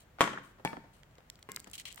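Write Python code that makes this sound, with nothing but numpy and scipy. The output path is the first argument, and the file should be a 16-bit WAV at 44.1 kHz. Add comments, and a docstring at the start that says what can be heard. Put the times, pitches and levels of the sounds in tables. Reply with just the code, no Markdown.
"""A badminton rally on an outdoor dirt court, over the faint, steady rumble of night air.
First a sole scuffs the grit and a shoe lands. Then comes a hard smash: the cork knocks, the strings
ring, the ground bounce adds a hollow colour and the walls echo. A softer return follows.
After one second small dry ticks begin close by, and a distant third stroke comes at a second and a half.
The rally ends with more steps, ticks and the loudest scuffs."""
import sys
import numpy as np
from scipy import signal
from scipy.fft import rfft, irfft
from scipy.io import wavfile

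SR = 44100
rng = np.random.default_rng(int(sys.argv[2]) if len(sys.argv) > 2 else 0)


def generate_wav(signal):
    """Clip the signal to [-1, 1] and save it as 16-bit WAV at the path in sys.argv[1]."""
    frames = np.transpose(np.atleast_2d(signal))
    scaled = np.clip(frames, -1, 1) * 32767
    pcm = np.round(scaled).astype(np.int16)
    wavfile.write(sys.argv[1], SR, pcm)


N = 88200


def undb(db):
    """Turn decibels into a number to multiply by."""
    return 10 ** (np.asarray(db) / 20)


def level(x, db):
    """Give a short sound the energy of 10 ms at this level."""
    energy = np.mean(np.sum(x ** 2, axis=-1))
    return x * undb(db) / np.sqrt(energy / (SR / 100) + 1e-20)


def curve(points, hz):
    """Read between (Hz, value) points, with all octaves equally wide."""
    p = np.array(points, float)
    return np.interp(np.log(hz + 1), np.log(p[:, 0]), p[:, 1])


def bins():
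    """The frequencies in Hz on which the filters work."""
    return np.arange(N + 1) * SR / (2 * N)


def shape(x, db):
    """Turn each frequency up or down by its dB value, without ringing ahead of the sound."""
    cepstrum = irfft(db * np.log(10) / 20)
    cepstrum[1:N] *= 2
    cepstrum[N + 1:] = 0
    return irfft(rfft(x, 2 * N) * np.exp(rfft(cepstrum)))[..., :N]


def hump(hz, octaves):
    """A rounded peak around one frequency, in dB."""
    distance = np.log2((bins() + 10) / hz) / octaves
    return -20 * np.log10(1 + distance ** 2 / 2 + distance ** 4 / 10)


def fade(t60):
    """Die away by 60 dB in t60 seconds, the fade time."""
    return undb(-60 * np.arange(N) / SR / max(t60, .001))


def noise():
    """Stereo noise, alike in both ears in the bass and wide in the treble."""
    # Each row: frequency in Hz, level in dB of the side signal against the middle one.
    width = [(60, -19), (250, -11.5), (600, -3.5), (1500, -1.5), (4000, 0.5), (16000, 1.5)]
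    mid, side = rng.standard_normal((2, N))
    side = irfft(rfft(side) * undb(curve(width, bins()[::2])), N)
    return np.array([mid + side, mid - side])


def delay(x, s):
    """Start a sound s seconds later."""
    return irfft(rfft(x, 2 * N) * np.exp(-2j * np.pi * bins() * s))[..., :N]


def pan(x, db):
    """Lean a sound to the left by db, or to the right if db is negative."""
    return x * undb(np.array([[db], [-db]]) / 2)


def through(x, response):
    """Play a sound through a stereo pattern of echoes."""
    return signal.fftconvolve(np.atleast_2d(x), response, axes=-1)[:, :N]


def night_air(level_db=-62):
    """The surroundings give a low, steady rumble with a thin hiss."""
    # Each row: frequency in Hz, relative level of the air in dB.
    colour = [(15, -13), (25, -11), (45, -2.5), (92, -5), (150, -5), (250, -13), (363, -16.5), (734, -17.5),
              (1000, -21), (1700, -22.5), (3160, -30.5), (5000, -38), (7500, -37), (9570, -43.5),
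              (15000, -39.5)]
    hz = bins()[::2]
    air = irfft(rfft(noise()) * undb(curve(colour, hz)) * (hz > 20), N)
    return air / air.std() * undb(level_db)


def scuffs(grains_per_s=6000, spread_db=3.5, fade_db=10.5):
    """A sliding sole crushes a shower of grains that grows quieter as it stops."""
    # Each row: start and length in seconds, level in dB, centre in Hz, lean to the left in dB.
    slides = [(0, 0.044, -61, 6700, 1.5), (0.431, 0.099, -64.5, 7500, 3.5),
              (0.932, 0.088, -66.5, 7000, 3.5), (1.7318, 0.042, -44.5, 5300, -3),
              (1.779, 0.047, -43.5, 4500, -1), (1.8537, 0.049, -42.5, 2940, 4.5),
              (1.902, 0.047, -53, 2970, 6.5), (1.972, 0.072, -56, 7040, 0)]
    # Each row: frequency in Hz, relative level of the crunching grit in dB.
    colour = [(300, -18), (1100, -5), (1600, -12), (2200, 0), (2600, 0), (3150, 5), (3550, -5), (4100, 0),
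              (4800, -8.5), (6400, -6.5), (7300, -5), (8800, -2), (10200, -9), (13000, -9), (16000, -7)]
    t, out = np.arange(N) / SR, 0
    for start, length, db, hz, pan_db in slides:
        hits = rng.random(N) < grains_per_s / SR
        sizes = undb(spread_db * np.clip(rng.standard_normal(N), -2, 2))
        crunch = shape(hits * sizes * noise(), curve(colour, bins()) + hump(hz, octaves=1.25))
        loudness = undb(-fade_db * t / length) * np.clip((length - t) / 0.01, 0, 1)
        out = out + delay(pan(crunch / crunch.std() * loudness * undb(db), pan_db), start)
    return out


def steps():
    """Shoes pat the packed earth, each pat a dull burst of noise."""
    # Each row: start in seconds, level in dB, centre in Hz, width in octaves, fade time in seconds.
    footfalls = [(0.1855, -47, 1050, 0.57, 0.019), (.1930, -43.5, 780, 0.98, 0.17),
                 (.5850, -61.5, 500, 0.97, 0.061), (0.5963, -53.5, 590, 0.66, 0.068),
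                 (1.1830, -57, 550, 0.95, 0.061), (1.2050, -64.5, 1000, 0.95, 0.012),
                 (1.3900, -65.5, 1300, 0.9, 0.0074), (1.6630, -62, 690, 1, 0.028),
                 (1.6710, -50, 177, 1.45, 0.063), (1.9765, -50.5, 1250, 0.72, 0.019),
                 (1.9930, -53, 817, 1, 0.078)]
    out = 0
    for start, db, hz, octaves, t60 in footfalls:
        pat = shape(noise() * fade(t60), hump(hz, octaves))
        out = out + delay(level(pat, db), start)
    return out


def strokes(space, ground_s=.0072, ground_db=-2.5, rattle_rise_s=0.0021):
    """The cork knocks, tones ring, frame and feathers rattle, and ground, yard and walls answer."""
    # Each row: start in seconds, levels of knock, tick, rattle and ring in dB, yard level against
    # the stroke in dB, lean to the left in dB, right ear's lag in ms, cork's time on the strings in ms.
    hits = [(0.2076, -21.5, -42.5, -21, -21.5, -10.5, 0, 0.06, 0.34),
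            (0.6493, -34, -42.5, -35, -32, -12, 1.5, 0.14, 0.83),
            (1.4891, -48.5, -63.5, -50.5, -46.5, -6.5, 1, 0.11, 0.48)]
    # One list per stroke. Each row: frequency in Hz, relative level of the knock in dB.
    knock_colours = [
        [(40, -39.5), (130, -8), (300, -2.5), (750, -7), (1100, -0.5), (1400, -3.5), (1900, -7), (2650, -13.5),
         (3200, -12), (4500, -25.5), (8000, -22.5), (10000, -32.5), (16000, -44)],
        [(40, -20), (130, 0), (300, 0), (450, -3.5), (850, -2), (1300, -8.5), (1750, -9), (2900, -19),
         (4500, -22), (8500, -30), (16000, -55)],
        [(40, -30), (130, -6), (400, 0), (750, -16), (1080, -6.5), (1400, -11), (2200, -11), (3500, -24),
         (16000, -34)],
    ]
    # Ringing tones of each stroke: the low ones are the hollow colour of the ground bounce, the higher
    # ones the strings. Each row: pitch in Hz, relative level in dB, fade time in seconds.
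    ringing_tones = [
        [(137.4, -12.5, .25), (290.3, -14.5, .15), (397, -16, 0.2), (562, -8.5, 0.12), (695, -11, 0.19),
         (967, -6.5, 0.13), (1113, 3.5, 0.1), (1206, -18.5, .16), (1440, -13.5, 0.098), (1867, -9.5, 0.089),
         (2287, -12, 0.087), (3130, -14.5, 0.21), (3200, -19.5, 0.11)],
        [(839, -1.5, 0.077), (907, -9.5, 0.43), (1763, -10, 0.13), (2276, -8, 0.17), (3330, -11.5, 0.067),
         (4366, -29, 0.21), (4470, -26, 0.23)],
        [(1073, 6, 0.083), (1631, -9, 0.37), (2116, -7.5, 0.44), (2902, -11, 0.39)],
    ]
    t, out, played = np.arange(N) / SR, 0, []
    for hit, colour, tones in zip(hits, knock_colours, ringing_tones):
        start, knock_db, tick_db, rattle_db, ring_db, yard_db, pan_db, lag_ms, dwell_ms = hit
        colour_db = curve(colour, bins())
        knock = level(shape(signal.unit_impulse(N), colour_db), knock_db)
        ring = sum(undb(db) * np.sin(2 * np.pi * hz * t) * fade(t60) for hz, db, t60 in tones)
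        ring = level(ring, ring_db)
        tick = level(shape(noise() * fade(t60=0.008), hump(hz=8000, octaves=0.84)), tick_db)
        shake = noise() * fade(t60=0.085) * (1 - np.exp(-t / rattle_rise_s))
        rattle = level(shape(shake, colour_db), rattle_db)
        direct = knock + ring + undb(ground_db) * delay(knock, ground_s)
        ears = np.array([direct, delay(direct, lag_ms / 1000)])
        near = delay(ears + rattle, dwell_ms / 1000) + tick
        stroke_db = 10 * np.log10(np.sum(near ** 2) / 2 / (SR / 100))  # same scale as level()
        into_yard = level(knock + ring / 2 + tick[0] / 2, stroke_db + yard_db)
        out = out + delay(pan(near, pan_db) + through(into_yard, space), start)
        played.append((start, knock, stroke_db))
    return out + wall_echoes(played)


def yard(rise_s=0.0095):
    """Walls, trees and ground blur a sound into a wash of echoes; the bass stays longest."""
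    # Each row: frequency in Hz, fade time in seconds.
    fade_times = [(150, 0.65), (500, 0.53), (1500, 0.56), (4000, 0.47), (9000, 0.32), (16000, 0.33)]
    # Each row: frequency in Hz, boost or cut of the wash in dB.
    colour = [(60, -1.5), (150, 5), (400, 0.5), (900, -4), (1600, 2.5), (3000, -0.5), (5000, 5),
              (8000, 4.5), (16000, 2)]
    t, spectrum, wash = np.arange(N) / SR, rfft(noise()), 0
    for k, (_, t60) in enumerate(fade_times):
        band = curve([(hz, j == k) for j, (hz, _) in enumerate(fade_times)], bins()[::2])
        wash = wash + irfft(spectrum * band, N) * fade(t60)
    wash = wash * (1 - np.exp(-t / rise_s)) ** 2
    return shape(wash / np.sqrt(np.sum(wash ** 2) / 2), curve(colour, bins()))


def wall_echoes(played):
    """The walls throw back smeared copies of the latest knock."""
    # Each row: start in seconds, level against the stroke in dB, centre in Hz, width in octaves,
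    # fade time of the smear in seconds, lean to the left in dB.
    echoes = [(.2400, -15.5, 2250, 3.9, 0.011, -4.5), (.2750, -17, 1000, 2.2, 0.044, 1.5),
              (0.291, -30.5, 1200, 2.2, 0.046, 4), (.3320, -26, 1500, 1.8, 0.071, 3),
              (0.374, -22.5, 1600, 0.26, 0.018, 3.5), (.3830, -28.5, 596, 2.1, 0.039, 0.5),
              (0.675, -14, 2400, 0.39, 0.003, 1.5), (.7305, -11.5, 346, 1.74, 0.044, 0),
              (0.7685, -17.5, 1200, 1.2, 0.022, -1), (.7730, -17, 280, 0.78, 0.054, -0.5),
              (0.839, -27, 500, 2.6, 0.18, 1), (1.5709, -5.5, 1800, 0.85, 0.0097, 3)]
    out = 0
    for start, db, hz, octaves, smear, pan_db in echoes:
        _, knock, stroke_db = [stroke for stroke in played if stroke[0] < start][-1]
        echo = shape(through(knock, noise() * fade(smear)), hump(hz, octaves))
        out = out + delay(pan(level(echo, stroke_db + db), pan_db), start)
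    return out


def ticks():
    """Dry snaps sound close by, each a few milliseconds of bright noise."""
    # Each row: start in seconds, level in dB, centre in Hz, fade in seconds, lean to the left in dB.
    snaps = [(1.033, -60.5, 2500, 0.0064, -7), (1.111, -73.5, 3280, 0.021, -1),
             (1.154, -68, 3570, 0.011, 4), (1.1823, -64.5, 3550, 0.016, -2),
             (1.3000, -46.5, 5100, 0.0086, -2.5), (1.3564, -63, 5000, 0.0033, 3),
             (1.3930, -68, 9000, 0.0064, -6), (1.4272, -54.5, 4570, 0.011, 0),
             (1.5177, -42.5, 8400, 0.0055, 0), (1.5460, -56, 8900, 0.0095, 2),
             (1.5610, -49, 6550, 0.0052, -4), (1.5625, -38, 6500, 0.0086, 1.5),
             (1.596, -56, 8000, 0.0033, 1), (1.6013, -50.5, 8000, 0.0054, -7),
             (1.644, -58, 4900, 0.0037, 8), (1.675, -61.5, 5970, 0.017, 2), (1.6993, -62, 6050, .005, -4),
             (1.714, -55, 8600, 0.0088, 6), (1.754, -49.5, 5130, .006, 8), (1.7981, -47, 4520, 0.018, -7),
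             (1.856, -56.5, 4660, 0.0071, -10), (1.8830, -52.5, 5000, 0.0034, -1.5),
             (1.921, -57, 5000, 0.002, 8), (1.9268, -56, 6980, 0.0024, -13),
             (1.945, -55.5, 9050, 0.0084, -2), (1.959, -57.5, 9900, 0.014, -14.5)]
    # Each row: frequency in Hz, relative level of a snap in dB.
    colour = [(300, -24), (1200, -8), (2000, 7), (2700, -3), (3300, 2), (4000, -1.5), (4800, -0.5),
              (6000, -3), (7800, 2), (10000, -7), (12500, -3.5), (16000, -1)]
    out = 0
    for start, db, hz, t60, pan_db in snaps:
        snap = shape(noise() * fade(t60), curve(colour, bins()) + hump(hz, octaves=0.85))
        out = out + delay(pan(level(snap, db), pan_db), start)
    return out


def scene(step_yard_db=-10.5, grit_yard_db=-23.5):
    """Strokes, footwork and ticks echo in the same yard, over the night air."""
    space, feet, grit = yard(), steps(), ticks() + scuffs()
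    wash = through(feet * undb(step_yard_db) + grit * undb(grit_yard_db), space)
    return strokes(space) + feet + grit + wash + night_air()


def record(dry, top_hz=15900):
    """The right microphone is brighter at the very top; the highest treble is cut."""
    # Each row: frequency in Hz, level of the left microphone against the right in dB.
    balance = [(100, -1), (3000, 3), (8000, 0.5), (12000, -2.5), (16000, -4.5)]
    lean = curve(balance, bins()) / 2
    both = np.array([shape(dry[0], lean), shape(dry[1], -lean)])
    return signal.sosfilt(signal.ellip(10, .2, 80, top_hz, fs=SR, output="sos"), both)


dry = scene()
out = record(dry)
generate_wav(out)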